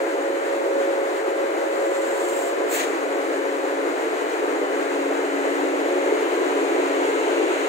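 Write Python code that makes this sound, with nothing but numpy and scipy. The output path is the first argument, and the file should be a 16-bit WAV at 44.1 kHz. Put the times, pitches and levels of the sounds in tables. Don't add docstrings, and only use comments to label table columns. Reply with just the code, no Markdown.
import sys
import numpy as np
from scipy import signal
from scipy.fft import rfft, irfft, next_fast_len
from scipy.io import wavfile

SR = 44100
rng = np.random.default_rng(int(sys.argv[2]) if len(sys.argv) > 2 else 0)


def dump(signal):
    limited = np.clip(np.atleast_2d(signal).T, -1, 1)
    pcm = np.round(limited * 32767).astype(np.int16)
    wavfile.write(sys.argv[1], SR, pcm)


N = 338952
TIME = np.arange(N) / SR
SIZE = next_fast_len(N)
FREQS = np.maximum(np.arange(SIZE // 2 + 1) * SR / SIZE, 1)

# freq_hz, relative_db_per_hz
ROAR_SPECTRUM = [(140, -62), (200, -43.5), (232, -30), (262, -17.5), (300, -6.5), (338, 1), (358, -1.6),
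                 (392, -2.4), (440, -2.4), (500, -3.7), (580, -6.8), (650, -7), (730, -9.5), (950, -14.5),
                 (1600, -23.5), (4000, -60)]
RUSH_SPECTRUM = [(250, -40), (600, -2), (1000, 0), (1400, 0.4), (2000, -2.9), (2500, -9), (3000, -13),
                 (3500, -16.8), (4150, -15.9), (5300, -24.5), (7000, -17.3), (9500, -27.5), (12500, -34),
                 (15000, -29.5)]
OUTLET_SPECTRUM = [(160, -53), (290, -5), (368, 9.5), (410, 4), (700, -9.5), (1200, -16), (2200, 0.7),
                   (2800, -2), (3400, -8.5), (4200, -10), (5100, -26.5), (6700, -10), (9500, -25.5),
                   (15000, -44)]
DUCT_MODE_SPECTRUM = [(200, -90), (310, -30), (350, -10), (368, 0), (385, -10), (450, -30), (1200, -100)]
SURGE_SPECTRUM = [(150, -80), (280, -12), (350, 0), (430, -1), (560, -12), (1000, -35), (3000, -85)]
LEAK_SPECTRUM = [(300, -70), (1700, -25), (2700, -1), (4000, -9), (5300, -13), (6500, -8), (7200, 2.5),
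                 (8100, -2), (9000, -11), (12000, -19), (15000, -16.5)]
LEAK_JET_SPECTRUM = [(2000, -40), (5500, -8), (7500, 3), (9500, -2), (12000, -3), (15000, 2)]
PUFF_SPECTRUM = [(200, -60), (800, 0), (1400, 2), (2100, 5), (3400, -3.5), (4300, -1), (5200, -11),
                 (6400, -2), (7400, 4), (9500, -7.5), (12500, -10), (14000, -3.8), (14900, -.5),
                 (15700, -4)]
PUFF_TAIL_SPECTRUM = [(150, -60), (750, 0), (1400, 1), (2000, 6), (2500, 2.7), (3000, -1.5), (4300, -5.5),
                      (5200, -12), (6200, -6), (6800, -0.5), (8000, -8), (9500, -14), (12000, -19),
                      (15000, -22)]
RUMBLE_SPECTRUM = [(20, 3), (150, 0), (400, -20), (2000, -60)]

# freq_hz, coherence (0-1)
COHERENCE = [(60, 0.97), (260, 0.95), (400, 0.69), (700, 0.6), (1200, 0.76), (1700, 0), (3000, 0),
             (5300, 0.3), (6500, 0.53), (8200, .9), (11000, 0.56), (14000, .1)]
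# freq_hz, left_minus_right_db
BALANCE = [(200, 0), (350, 1), (550, 0.8), (1000, 0.6), (1800, 6), (2500, 0.5), (3200, -4), (4300, 3),
           (5500, 0.5), (6500, 2.5), (7700, -2.5), (10000, 1), (12500, 1.5), (14500, 9)]

# nearest_s, peak_db, half_power_s
ROAR_PASS = (6.6, -26.6, 1.05)
DUCT_PASS = (6.25, -31.5, .6)
# peak_s, peak_db, half_power_s
SURGES = [(0.65, -32, .18), (6.14, -25.5, .025), (7.43, -23, .035)]

# time_s, level_db (before trim), left_minus_right_db, left_lead_rad
HUM_CURVE = [(0, -31, -5, 1.2), (0.3, -27, -4, 1.1), (0.48, -29.3, -4, 1.2), (0.85, -22.8, -2, 1.3),
             (1.1, -30, -2, 1.4), (1.4, -26.7, -1, 1.4), (1.55, -29, -1, 1.4), (1.73, -26.7, -1, 1.5),
             (2.1, -26.5, -1, 1.4), (2.3, -28.5, -1, 1.5), (2.64, -29.3, -4, 1.6), (2.87, -43, 0, 1.2),
             (3.23, -32, 1, .6), (3.33, -35, 2, .7), (3.43, -27.3, 3, 1), (3.6, -34, -1, .6),
             (3.8, -34, 1, .6), (3.97, -50, 0, 1.5), (4.5, -34, -5, .9), (4.68, -41, -4, .9),
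             (4.8, -33, 0, 1.4), (5.1, -37, 4, 1.9), (5.78, -38, 2, 1.6), (5.88, -29.3, 0, 1.1),
             (6.12, -29.5, 0, 1.2), (6.3, -46, 0, 1.4), (6.8, -32, -3, 1.7), (7.3, -39, 2, .8),
             (7.65, -34, 2, .3)]
# time_s, level_db (before trim)
DRONE_CURVE = [(0, -43), (2.0, -54), (2.8, -38), (3.3, -36.5), (3.9, -38), (4.2, -46), (4.55, -38),
               (4.85, -33.8), (5.12, -32.3), (5.21, -34.5), (5.32, -31.5), (5.65, -30.5), (6.35, -38),
               (6.55, -33.5), (6.85, -31.3), (7.25, -38), (7.65, -38)]
# pitch_hz, left_minus_right_db, left_lead_rad
FANS = [(419.9, .2, .4), (440.2, 2.5, .4)]
# nearest_s, peak_db (before trim), half_power_s, lobe_spacing_s, lobe_depth_db
FAN_PASSES = [(7.07, -29.5, 1.96, 2.57, 6.5), (6.3, -33.5, 5.7, 1.05, 5)]

BUZZ_ORDERS = [6, 7, 9, 11, 12, 13, 14, 15, 16, 17, 18, 19, 20, 21, 22, 23, 24, 25, 26, 30, 35]
BUZZ_LEVELS = [-53, -54, -54, -57, -55, -57, -55.5, -57.5, -54.5, -56.5, -59, -57, -51.5, -52, -59, -58,
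               -60, -59.5, -62.5, -61.5, -70]
# time_s, level_db, left_lead_rad
WHINE_CURVE = [(0, -50, 1.1), (.8, -54, 2.3), (1.3, -45.5, 2), (1.7, -47, 1.9), (1.9, -43.5, 1.4),
               (2.17, -40.5, 1.1), (2.45, -47, 1.6), (2.75, -44.5, 2.5), (3.1, -49, 2.4), (3.5, -42.5, 2),
               (4.3, -45, 2.6), (4.8, -52, 2.5), (5.3, -44.5, 2.5), (5.95, -48, 2.4), (6.42, -39.3, 1.6),
               (6.65, -42, 2.2), (6.82, -38, 2.7), (7.3, -37, 2.4), (7.65, -37.5, 2.6)]
# pitch_hz, phase_wander_rad, level_db (before approach gain)
WHISTLES = [(4001, 1.7, -67.5), (4997, 2.2, -71), (5996, 1.8, -72), (6997, 1.5, -70), (13996, 4, -83),
            (14995, 6, -79)]

# opens_s, rise_s, hold_s, peak_db, fall_db_per_s
LEAK_FLOW = (1.58, .84, .05, -38, 240)
LEAK_JET_FLOW = (2.268, .012, .19, -47, 220)
PUFF_FLOW = (2.684, .062, .014, -27.4, 235)
PUFF_TAIL_FLOW = (2.715, .076, 0.022, -26.9, 145)
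# peak_s, half_power_s, pitch_hz, width_hz, peak_db, left_minus_right_db
PUFF_RINGS = [(2.718, .015, 7600, 1800, -38, -4), (2.752, .024, 14863, 200, -41.5, 4),
              (2.762, .016, 7480, 800, -37, -5), (2.8, .018, 6675, 130, -39, 1)]

ROAR_DB, RUSH_START_DB, RUSH_DB_PER_S = -25.8, -32, .12
OUTLET_START_DB, OUTLET_DB_PER_S = -58.4, 3.3
HUM_HZ, DRONE_HZ, BUZZ_HZ = 551.0, 282.5, 99.97
BRAKE_LEAD_MS = -.48
RUMBLE_DB = -83.5
CUTOFF_HZ = 15750


def blowers():
    roar_gain = np.hypot(from_db(ROAR_DB), pass_by(*ROAR_PASS))
    throb = from_db(.7 * drift(30))
    roar = roar_gain * throb * air_noise(ROAR_SPECTRUM, lead_ms=.32)
    rush_db = RUSH_START_DB + RUSH_DB_PER_S * TIME + .75 * drift(24)
    rush = from_db(rush_db) * air_noise(RUSH_SPECTRUM, lead_ms=.34)
    outlet_db = OUTLET_START_DB + OUTLET_DB_PER_S * TIME
    outlet = from_db(outlet_db) * air_noise(OUTLET_SPECTRUM, lead_ms=.38)
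    resonance = pass_by(*DUCT_PASS) * air_noise(DUCT_MODE_SPECTRUM, lead_ms=.3)
    surge_gain = sum(swell(*surge) for surge in SURGES)
    surges = surge_gain * air_noise(SURGE_SPECTRUM, lead_ms=.3)
    return roar + rush + outlet + resonance + surges


def blade_tones():
    waver_db, hum_trim_db, drone_trim_db, fans_trim_db = .9, -.1, -.3, -1.2
    hum_db, hum_balance_db, hum_lead_rad = in_time(HUM_CURVE)
    hum_gain = from_db(hum_db + hum_trim_db + waver_db * drift(10))
    hum = hum_gain * tone(HUM_HZ, hum_lead_rad, wander_rad=.55, sway_rad=.08)
    drone_gain = from_db(in_time(DRONE_CURVE) + drone_trim_db + waver_db * drift(10))
    drone = drone_gain * tone(DRONE_HZ, lead_rad=.62, wander_rad=.7)
    out = hum * panned(hum_balance_db) + drone * panned(1.1)
    for (hz, left_db, lead_rad), passing in zip(FANS, FAN_PASSES):
        gain = beamed(*passing) * from_db(fans_trim_db + waver_db * drift(10))
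        out += gain * panned(left_db) * tone(hz, lead_rad, wander_rad=.81)
    return out


def buzz():
    reflected_share, lead_ms = .55, .3
    out = np.zeros((2, N))
    for order, level_db in zip(BUZZ_ORDERS, BUZZ_LEVELS):
        hz = order * BUZZ_HZ
        direct = tone(hz, lead_rad=2 * np.pi * hz * lead_ms / 1000, wander_rad=1.0)
        reflected = np.array([scattered(hz, rate=7), scattered(hz, rate=7)])
        mix = np.sqrt(1 - reflected_share) * direct + np.sqrt(reflected_share) * reflected
        out += from_db(level_db) * mix
    return out * approach_gain()


def whine():
    level_db, lead_rad = in_time(WHINE_CURVE)
    gain = from_db(level_db + drift(8))
    return gain * panned(1.5) * tone(10 * BUZZ_HZ, lead_rad, wander_rad=.9)


def whistles():
    out = np.zeros((2, N))
    for hz, wander_rad, level_db in WHISTLES:
        out += from_db(level_db) * tone(hz, lead_rad=np.pi / 2, wander_rad=wander_rad)
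    return out * approach_gain()


def brake_air():
    sputter = from_db(1.2 * drift(64))
    spit = from_db(1.0 * drift(90))
    leak = valve(*LEAK_FLOW) * air_noise(LEAK_SPECTRUM, BRAKE_LEAD_MS, left_db=-3.0, in_sight=.3)
    jet = valve(*LEAK_JET_FLOW) * air_noise(LEAK_JET_SPECTRUM, BRAKE_LEAD_MS, left_db=-3.0, in_sight=.3)
    puff = valve(*PUFF_FLOW) * air_noise(PUFF_SPECTRUM, BRAKE_LEAD_MS, left_db=-2.5, in_sight=.5)
    tail = valve(*PUFF_TAIL_FLOW) * air_noise(PUFF_TAIL_SPECTRUM, BRAKE_LEAD_MS, left_db=1.0, in_sight=.15)
    out = sputter * (leak + jet) + spit * (puff + tail)
    for peak_s, half_power_s, hz, width_hz, peak_db, left_db in PUFF_RINGS:
        out += swell(peak_s, peak_db, half_power_s) * panned(left_db) * scattered(hz, width_hz)
    return out


def rumble():
    return from_db(RUMBLE_DB) * air_noise(RUMBLE_SPECTRUM, lead_ms=.2)


def air_noise(spectrum, lead_ms, left_db=0, in_sight=0):
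    direct, *diffuse = rfft(rng.standard_normal((3, SIZE)))
    direct_share = np.clip(1 - (1 - at_hz(COHERENCE, FREQS)) * (1 - in_sight), 0, .99)
    lead_rad = 2 * np.pi * FREQS * lead_ms / 1000 * (FREQS < 5700)
    shifted = direct * np.exp([[.5j], [-.5j]] * lead_rad)
    pair = np.sqrt(direct_share) * shifted + np.sqrt(1 - direct_share) * np.array(diffuse)
    colour = from_db(at_hz(spectrum, FREQS)) * panned(at_hz(BALANCE, FREQS) + left_db)
    return rms_one(irfft(pair * colour, SIZE)[:, :N])


def tone(hz, lead_rad, wander_rad, sway_rad=.25):
    phase = 2 * np.pi * (hz * TIME + rng.random()) + wander_rad * drift(1.954)
    lead = lead_rad + sway_rad * drift(3)
    return np.sqrt(2) * np.sin(phase + np.array([[.5], [-.5]]) * lead)


def scattered(hz, rate):
    phase = 2 * np.pi * hz * TIME
    return drift(rate) * np.cos(phase) + drift(rate) * np.sin(phase)


def pass_by(nearest_s, peak_db, half_power_s):
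    return from_db(peak_db) / np.hypot(1, (TIME - nearest_s) / half_power_s)


def beamed(nearest_s, peak_db, half_power_s, lobe_s, lobe_db):
    dip_db = lobe_db * np.sin(np.pi * (TIME - nearest_s) / lobe_s) ** 2
    return pass_by(nearest_s, peak_db, half_power_s) * from_db(-dip_db)


def approach_gain():
    return panned(4.0) * from_db(4.5 * (TIME / TIME[-1] + .5))


def swell(peak_s, peak_db, half_power_s):
    return from_db(peak_db - np.minimum(3 * ((TIME - peak_s) / half_power_s) ** 2, 200))


def valve(opens_s, rise_s, hold_s, peak_db, fall_db_per_s):
    age_s = TIME - opens_s
    fall_s = np.clip(age_s - rise_s - hold_s, 0, 1)
    return np.clip(age_s / rise_s, 0, 1) * from_db(peak_db - fall_db_per_s * fall_s)


def panned(balance_db):
    gains = from_db(np.array([[.5], [-.5]]) * balance_db)
    return gains / np.sqrt(np.mean(gains ** 2, axis=0))


def drift(rate):
    steps = int(N / SR * rate) + 8
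    slow = signal.resample(rng.standard_normal(steps), steps * 10)
    return np.interp(TIME * rate * 10, np.arange(len(slow)), rms_one(slow))


def in_time(rows):
    time_s, *columns = np.transpose(rows)
    return np.array([np.interp(TIME, time_s, column) for column in columns])


def at_hz(points, hz):
    freq_hz, value = np.transpose(points)
    return np.interp(np.log(hz), np.log(freq_hz), value)


def from_db(db):
    return 10 ** (np.asarray(db) / 20)


def rms_one(x):
    return x / np.sqrt(np.mean(np.abs(x) ** 2) + 1e-20)


def scene():
    return blowers() + blade_tones() + buzz() + whine() + whistles() + brake_air() + rumble()


def record(dry):
    ease = np.clip(np.minimum(TIME, TIME[-1] - TIME) / .004, 0, 1)
    low_pass = signal.ellip(16, .1, 70, CUTOFF_HZ, fs=SR, output="sos")
    return signal.sosfilt(low_pass, dry * ease)


dry = scene()
out = record(dry)
dump(out)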